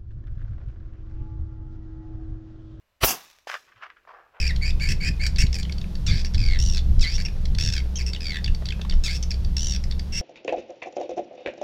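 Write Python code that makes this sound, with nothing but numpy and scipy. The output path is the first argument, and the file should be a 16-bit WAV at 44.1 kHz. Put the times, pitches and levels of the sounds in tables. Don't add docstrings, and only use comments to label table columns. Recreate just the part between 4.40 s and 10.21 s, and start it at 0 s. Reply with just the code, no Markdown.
import sys
import numpy as np
from scipy import signal
from scipy.fft import rfft, irfft, next_fast_len
from scipy.io import wavfile

SR = 44100
rng = np.random.default_rng(int(sys.argv[2]) if len(sys.argv) > 2 else 0)


def waveform_to_disk(signal):
    frames = np.transpose(np.atleast_2d(signal))
    scaled = np.clip(frames, -1, 1) * 32767
    samples = np.round(scaled).astype(np.int16)
    wavfile.write(sys.argv[1], SR, samples)


N = 256291
TIME = np.arange(N) / SR


def from_db(db):
    return 10 ** (np.asarray(db) / 20)


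def rms_one(x):
    return x / np.sqrt(np.mean(x ** 2) + 1e-20)


def butter(x, hz, kind, order=2):
    sos = signal.butter(order, np.clip(hz, 10, .45 * SR), kind, fs=SR, output="sos")
    return signal.sosfilt(sos, x)


def flutter(hz, size=N):
    rolloff = 1 + (np.fft.rfftfreq(size, 1 / SR) / hz) ** 2
    return rms_one(irfft(rfft(rng.standard_normal(size)) / rolloff, size))


def wobble(t, hz):
    return flutter(hz, 8192 + len(t))[:len(t)]


def noise(spectrum):
    hz, db = np.transpose(spectrum)
    log_hz = np.log(np.fft.rfftfreq(N, 1 / SR) + 1)
    gain = from_db(np.interp(log_hz, np.log(hz), db, left=-80, right=-140))
    return rms_one(irfft(rfft(rng.standard_normal(N)) * gain, N))


def add(track, start_s, sound):
    i = max(round(start_s * SR), 0)
    track[i:i + len(sound)] += sound[:max(N - i, 0)]


def arch(t, pitches_hz):
    return np.polyval(np.polyfit([0, .5, 1], pitches_hz, 2), t / t[-1])


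def syrinx(t, contour_hz, notes_per_s, dip_db, rasp, *, note_fall, second_voice, sideband, jitter,
           meander, hiss_db, beat_spread, stumble=6, sharpness=2.7):
    strength = wobble(t, 78)
    note_phase = 2 * np.pi * (t - .003) * notes_per_s + strength * stumble / (2 + abs(dip_db))
    fall = note_fall * dip_db / 40 * np.sin(note_phase)
    hz = contour_hz * (1 - fall + jitter * rasp * wobble(t, 530) + meander * wobble(t, 78))
    phase = 2 * np.pi * np.cumsum(hz) / SR
    whistle = sum(from_db(db) * np.sin(k * phase) for k, db in enumerate((0, 0, -18, -26), 1))
    beat_hz = second_voice * contour_hz * (1 + beat_spread * wobble(t, 327))
    beat = np.sin(2 * np.pi * np.cumsum(beat_hz) / SR)
    hoarseness = rasp * (2 * sideband * beat + .45 * wobble(t, 1300))
    air = rms_one(butter(rng.standard_normal(len(t)), 10000, "low", order=1))
    hiss = from_db(hiss_db) * (2.26 * rasp + dip_db / 22) * air
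    edges = np.clip(np.minimum(t / .001, (t[-1] - t) / .0021), 0, 1)
    notes_db = dip_db * np.abs(np.cos(note_phase / 2)) ** sharpness + 1.9 * strength
    return (whistle * (1 + hoarseness) + hiss) * edges * from_db(notes_db)


def resonate(x, top_hz=6900, leak_db=-15):
    # (centre [Hz], width [Hz], boost [dB])
    resonances = [(1660, 245, 9), (2130, 214, 8.5), (2545, 67, 5), (3380, 600, 6), (4585, 160, 8),
                  (5410, 100, 8.5), (5650, 306, 5.5), (6600, 280, 1.5)]
    for hz, width_hz, db in resonances:
        x = x + (from_db(db) - 1) * signal.lfilter(*signal.iirpeak(hz, hz / width_hz, fs=SR), x)
    return butter(x, top_hz, "low", order=6) + from_db(leak_db) * x


def three_bands(x, edges_hz=(3400, 6700)):
    size = next_fast_len(len(x) + 256)
    hz, spectrum = np.fft.rfftfreq(size, 1 / SR), rfft(x, size)
    low, below_top = (irfft(spectrum / (1 + (hz / edge) ** 20), size)[:len(x)] for edge in edges_hz)
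    return low, below_top - low, x - below_top


def beak(voice, contour_hz, level_db, octave_db, upper_db, gap_db, gap_hz=3400, gap_width_hz=800):
    gap = signal.lfilter(*signal.iirpeak(gap_hz, gap_hz / gap_width_hz, fs=SR), voice)
    voice = resonate(voice + (from_db(gap_db) - 1) * gap)
    fundamental, octave, upper = map(rms_one, three_bands(voice))
    rise_hz = contour_hz - contour_hz.mean()
    octave_gain = from_db(octave_db + .015 * rise_hz)
    upper_gain = from_db(upper_db + .005 * rise_hz)
    body = (fundamental + octave_gain * octave) / np.hypot(1, octave_gain)
    return from_db(level_db) * (body + upper_gain * upper)


def squawks(abrupt_hz=2450, gain_db=-.5, upper_gain_db=-.2):
    # (start [s], end [s], start pitch [Hz], mid pitch [Hz], end pitch [Hz], note rate [1/s], dip [dB],
    #  rasp [0-1], level [dB], octave re fundamental [dB], upper partials [dB], swell [dB])
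    calls = [(0, 0.081, 2600, 2390, 2600, 78, 12, 0.3, -29.0, -0.5, -19.0, 3),
             (0.086, 0.116, 2400, 2100, 1800, 35, 3.5, 0.3, -31.5, -7.0, -24.0, 0),
             (0.211, 0.307, 2120, 2380, 2375, 150, 8, 0.25, -32.0, -1.5, -19.5, -6),
             (0.403, 0.484, 2270, 2290, 2360, 58, 6, 0.4, -31.5, -3.0, -16.5, -4),
             (0.487, 0.529, 2525, 2540, 2575, 64, 6, 0.7, -29.0, 0.0, -12.5, -1),
             (0.6, 0.645, 2140, 2300, 2360, 190, 5.5, 0.35, -33.5, -3.5, -19.0, 1),
             (0.646, 0.693, 2430, 2435, 2590, 100, 1, 0.4, -28.0, -4.0, -16.5, 1),
             (0.795, 0.86, 2110, 2300, 2280, 120, 7.5, 0.33, -31.5, -2.5, -18.5, -2),
             (0.863, 0.88, 2470, 2350, 2270, 62, 6.5, 0.95, -28.5, 3.0, -11.0, -3),
             (0.983, 1.027, 2690, 2720, 2590, 80, 0.5, 0.65, -25.5, 3.0, -12.0, 1),
             (1.027, 1.041, 2350, 2330, 2320, 110, 5, 0.1, -32.0, 1.0, -13.5, -1),
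             (1.142, 1.168, 2680, 2500, 2350, 91, 11, 0.55, -33.0, 5.0, -13.0, 2),
             (1.185, 1.213, 2400, 2380, 2335, 91, 11, 0.6, -37.5, 2.5, -8.5, -3),
             (1.846, 1.872, 2630, 2800, 2600, 103, 12, 0.55, -35.0, 7.0, -19.5, -8),
             (2.779, 2.825, 2360, 2390, 2710, 96, 16, 0.85, -36.5, 2.5, -16.0, -11),
             (2.849, 2.868, 2500, 2650, 2300, 120, 10, 0.4, -30.5, 4.5, -23.0, 0),
             (3.556, 3.579, 2820, 3060, 2600, 70, 5, 0.25, -33.5, 14.0, -16.5, -3),
             (3.584, 3.628, 2660, 2345, 2690, 123, 13, 0.45, -35.5, 2.5, -18.0, -3),
             (3.662, 3.708, 2690, 2605, 2560, 117, 12, 0.4, -34.5, 8.5, -17.5, -9),
             (4.826, 4.84, 3050, 2900, 2680, 164, 10, 0.7, -34.0, 13.5, -14.0, 2),
             (4.905, 4.924, 2680, 2560, 2400, 120, 12, 0.45, -30.0, 9.0, -21.5, -2),
             (5.722, 5.796, 2710, 2735, 2855, 98, 3.5, 0.4, -30.0, 7.0, -16.5, 2)]
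    out = np.zeros(N)
    for start_s, end_s, *pitches_hz, notes_per_s, dip_db, rasp, db, octave_db, upper_db, swell_db in calls:
        t = TIME[TIME < end_s - start_s]
        contour_hz = arch(t, pitches_hz)
        voice = syrinx(t, contour_hz, notes_per_s, dip_db, rasp, note_fall=.074, second_voice=.23,
                       sideband=.58, jitter=.07, meander=.028, hiss_db=-14, beat_spread=.27)
        attack_s = max(.014 * (abrupt_hz - pitches_hz[0]) / 300, .0005)
        voice *= (1 - np.exp(-t / attack_s)) * from_db(swell_db * t / t[-1])
        call = beak(voice, contour_hz, db + gain_db, octave_db, upper_db + upper_gain_db, gap_db=-4.5)
        add(out, start_s, call)
    return out


def engine(firing_hz=64.01, waver=.02012, swell_db=3):
    # (multiple of firing rate, level [dB])
    lines = [(1, -27.4), (1.5, -46.5), (2, -43.5), (2.6, -45.5), (3, -48.5)]
    phase = 2 * np.pi * np.cumsum(firing_hz * (1 + waver * flutter(4.3))) / SR
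    out = np.zeros(N)
    for multiple, db in lines:
        amplitude = np.sqrt(2) * from_db(db + swell_db * flutter(3.6))
        out += amplitude * np.sin(multiple * phase + .38 * flutter(8))
    return out


def wind(rumble_gain_db=.1, breeze_buffet_db=-9.5):
    # (time [s], rumble [dB])
    breeze = [(0, -23.5), (1.1, -22), (1.32, -32), (1.55, -24.5), (3.05, -23.5), (3.4, -28), (3.8, -32),
              (4.25, -25.5), (4.85, -29), (5.2, -25.5), (5.8, -27)]
    # (centre [s], half-width [s], rumble [dB], buffet [dB])
    gusts = [(.52, .06, -27, -21), (.69, .05, -22, -17.5), (1.02, .06, -15, -23), (1.045, .012, -16, -13),
             (1.72, .07, -16, -16.5), (1.99, .08, -20, -19.5), (2.09, .06, -14.5, -28),
             (2.25, .12, -16, -27), (2.5, .08, -27, -20), (2.59, .045, -10.5, -21), (3.13, .06, -17.5, -25),
             (3.27, .08, -30, -23), (4.09, .06, -15, -27), (4.56, .07, -17, -32), (5.07, .1, -20, -28)]
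    # (frequency [Hz], relative density [dB])
    rumble_spectrum = [(12, 5), (22, 22), (32, 8.5), (50, 7.5), (80, -13), (160, -51)]
    # (frequency [Hz], relative density [dB])
    buffet_spectrum = [(35, 4), (60, 8), (95, 4), (160, -4.5), (240, -18), (500, -38.5), (1000, -56)]
    breeze_db = np.interp(TIME, *np.transpose(breeze))
    rumble, buffet = from_db(breeze_db), from_db(breeze_db + breeze_buffet_db)
    for centre_s, half_width_s, rumble_db, buffet_db in gusts:
        swell = np.exp(-2 * ((TIME - centre_s) / half_width_s) ** 2)
        rumble = np.hypot(rumble, from_db(rumble_db) * swell)
        buffet = np.hypot(buffet, from_db(buffet_db) * swell)
    return from_db(rumble_gain_db) * rumble * noise(rumble_spectrum) + buffet * noise(buffet_spectrum)


def river_and_colony(level_db=-42.8):
    # (frequency [Hz], relative density [dB])
    spectrum = [(130, -3.5), (185, 2.5), (245, -11), (320, -12.5), (490, -15), (680, -19.5), (1350, -27),
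                (2300, -31), (3300, -28.5), (4700, -30), (5600, -31.5), (8000, -41.5), (12500, -41),
                (16000, -50)]
    return from_db(level_db) * noise(spectrum)


def chip(hz, typical_s=.0075, fall_octaves=.39, rasp=.6, octave_db=-25, scratch_db=-5):
    t = np.arange(SR // 40) / SR
    chance = rng.standard_normal(len(t))
    length_s, beat_hz = typical_s * from_db(chance[0]), 930 * from_db(chance[1])
    progress = np.minimum(t / length_s, 1)
    phase = 2 * np.pi * np.cumsum(hz * 2 ** (fall_octaves * (.3 - progress))) / SR
    whistle = np.sin(phase) + from_db(octave_db) * np.sin(2 * phase)
    beating = 1 + rasp * np.sin(2 * np.pi * (beat_hz * t + chance[2]))
    scratch = from_db(scratch_db) * rms_one(butter(chance, [2600, 7500], "band", order=1))
    envelope = np.sin(np.pi * progress ** .5) ** 2
    tick = resonate((whistle * beating + scratch) * envelope)
    return tick / np.abs(tick).max()


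def chips(gain_db=-.2, after_db=-5, fall_octaves_per_s=21):
    # (time [s], level [dB], pitch [Hz], after-notes [count], spacing [s])
    calls = [(.1607, -26, 4300, 0, 0), (.3044, -27.5, 3720, 0, 0), (.3975, -27.5, 2590, 0, 0),
             (.9593, -23.5, 4460, 1, .0092), (1.066, -25.5, 4010, 0, 0), (1.128, -20, 5200, 0, 0),
             (1.2284, -22.5, 4260, 1, .022), (1.295, -26.5, 2330, 0, 0), (1.322, -25, 4420, 0, 0),
             (1.381, -27.5, 4540, 0, 0), (1.4136, -29, 3770, 1, .0275), (1.5524, -27, 4530, 0, 0),
             (1.937, -29, 5240, 0, 0), (1.9444, -19.5, 4570, 1, .007), (2.378, -19, 4260, 1, .011),
             (2.5935, -26, 5040, 0, 0), (2.8834, -27.5, 2530, 0, 0), (3.0535, -25.5, 4210, 0, 0),
             (3.1485, -24, 4260, 0, 0), (3.4014, -28, 2220, 0, 0), (3.7325, -19, 4540, 2, .0145),
             (3.9855, -28.5, 1820, 0, 0), (4.0425, -18, 4630, 2, .0175), (4.147, -25, 4530, 0, 0),
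             (4.2554, -23.5, 4560, 1, .0096), (4.2867, -18, 4220, 2, .0175), (4.4135, -23, 3670, 0, 0),
             (4.4959, -20, 4530, 2, .0134), (4.537, -30.5, 5440, 0, 0), (4.941, -27, 4600, 0, 0),
             (5.0464, -27.5, 4660, 0, 0), (5.438, -25.5, 5150, 0, 0), (5.5104, -22.5, 4400, 1, .011),
             (5.5937, -25.5, 4840, 0, 0), (5.797, -22, 5450, 0, 0)]
    out = np.zeros(N)
    for start_s, db, hz, after_notes, spacing_s in calls:
        add(out, start_s, from_db(db + gain_db) * chip(hz))
        for delay_s in spacing_s * np.arange(1, round(after_notes) + 1):
            note = chip(hz * 2 ** (-fall_octaves_per_s * delay_s), rasp=.45, scratch_db=-10)
            add(out, start_s + delay_s, from_db(db + after_db) * note)
    return out


def swoops(dive_db=2.2, climb_db=-2, fade_db=-5):
    # (start [s], turn [s], end [s], start pitch [Hz], turn pitch [Hz], end pitch [Hz], rasp [0-1],
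    #  level [dB], octave re fundamental [dB], upper partials [dB])
    calls = [(1.664, 1.706, 1.82, 2830, 2200, 2450, 0.7, -33.0, 4.0, -16.5),
             (2.608, 2.655, 2.768, 2850, 1900, 2770, 0.5, -31.0, 6.0, -17.0),
             (4.637, 4.686, 4.78, 2800, 2150, 2730, 0.55, -32.5, 5.5, -10.5)]
    out = np.zeros(N)
    for start_s, turn_s, end_s, start_hz, turn_hz, end_hz, rasp, db, octave_db, upper_db in calls:
        t = TIME[TIME < turn_s - start_s]
        dive_hz = start_hz + (turn_hz - start_hz) * t / t[-1]
        dive = syrinx(t, dive_hz, notes_per_s=95, dip_db=3.5, rasp=rasp, note_fall=.09, second_voice=.5,
                      sideband=.75, jitter=.06, meander=.025, hiss_db=-13, beat_spread=.15)
        add(out, start_s, beak(dive, dive_hz, db + dive_db, octave_db, upper_db - .5, gap_db=4))
        t = TIME[TIME < end_s - turn_s]
        climb_hz = turn_hz + (end_hz - turn_hz) * (t / t[-1]) ** .75
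        climb = syrinx(t, climb_hz, notes_per_s=165, dip_db=8, rasp=rasp, note_fall=.074,
                       second_voice=.31, sideband=.6, jitter=.085, meander=.022, hiss_db=-12,
                       beat_spread=.28)
        climb *= from_db(fade_db * t / t[-1])
        add(out, turn_s, beak(climb, climb_hz, db + climb_db, octave_db, upper_db - 5, gap_db=1.5))
    return out


def trills(dip_db=23, accent_db=3, accent_s=.02, gain_db=-.5):
    # (start [s], end [s], start pitch [Hz], mid pitch [Hz], end pitch [Hz], note rate [1/s],
    #  base rasp [0-1], level [dB], octave re fundamental [dB], upper partials [dB])
    calls = [(1.978, 2.174, 2480, 2290, 1860, 84, .4, -35, 1, -23),
             (2.187, 2.377, 2700, 2900, 2520, 82, .45, -34, 13, -14.5),
             (3.184, 3.307, 2560, 2720, 2620, 78.5, .8, -30, 9, -16),
             (3.323, 3.394, 2750, 2480, 2250, 73, .75, -31.5, 5, -18),
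             (3.804, 3.975, 2500, 2270, 1860, 79, .45, -34.3, 1.5, -22),
             (5.166, 5.37, 2700, 2930, 2430, 78, .45, -32.3, 13, -15.5)]
    out = np.zeros(N)
    for start_s, end_s, *pitches_hz, notes_per_s, rasp, db, octave_db, upper_db in calls:
        t = TIME[TIME < end_s - start_s]
        contour_hz = arch(t, pitches_hz)
        roughening = np.clip(.75 + (contour_hz.max() - contour_hz) / 700, 0, 1.6)
        voice = syrinx(t, contour_hz, notes_per_s, dip_db, rasp * roughening, note_fall=.07,
                       second_voice=.33, sideband=.55, jitter=.055, meander=.018, hiss_db=-16,
                       beat_spread=.25, stumble=9, sharpness=2.8)
        voice *= from_db(accent_db * np.exp(-t / accent_s))
        add(out, start_s, beak(voice, contour_hz, db + gain_db, octave_db, upper_db, gap_db=3.5))
    return out


def plops(decay_s=.0032, rise_per_s=24, splash_db=-4):
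    # (time [s], level [dB], start pitch [Hz])
    bubbles = [(2.963, -37, 467), (3.459, -36.5, 436), (4.222, -32.5, 513), (4.395, -32.5, 476),
               (4.414, -42, 554), (4.45, -33.5, 980), (4.533, -33.5, 530)]
    out, t = np.zeros(N), np.arange(SR // 25) / SR
    for start_s, db, hz in bubbles:
        ring = np.sin(2 * np.pi * hz * t * (1 + rise_per_s * t))
        splash = rms_one(butter(rng.standard_normal(len(t)), [hz, 3.5 * hz], "band"))
        add(out, start_s, from_db(db) * (ring + from_db(splash_db) * splash) * np.exp(-t / decay_s))
    return out


def riverbank(x, planks_db=-9, planks_t60_s=.12, bushes_db=-18, bushes_t60_s=.28, leaves_hz=6000):
    t = np.arange(SR // 2) / SR
    planks, bushes = rng.standard_normal((2, len(t))) * (t > .0015)
    planks = planks * from_db(-60 * t / planks_t60_s)
    bushes = butter(bushes, leaves_hz, "low") * from_db(-60 * t / bushes_t60_s)
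    echoes = from_db(planks_db) * planks / np.linalg.norm(planks)
    echoes += from_db(bushes_db) * bushes / np.linalg.norm(bushes)
    return x + signal.fftconvolve(x, echoes)[:N]


def scene():
    birds = butter(squawks() + trills() + swoops() + chips(), 1360, "high", order=4)
    return (riverbank(birds + plops()) + engine() + wind() + river_and_colony())[None]


def record(dry):
    return signal.sosfilt(signal.ellip(10, .1, 80, 15900, fs=SR, output="sos"), dry)


dry = scene()
out = record(dry)
waveform_to_disk(out)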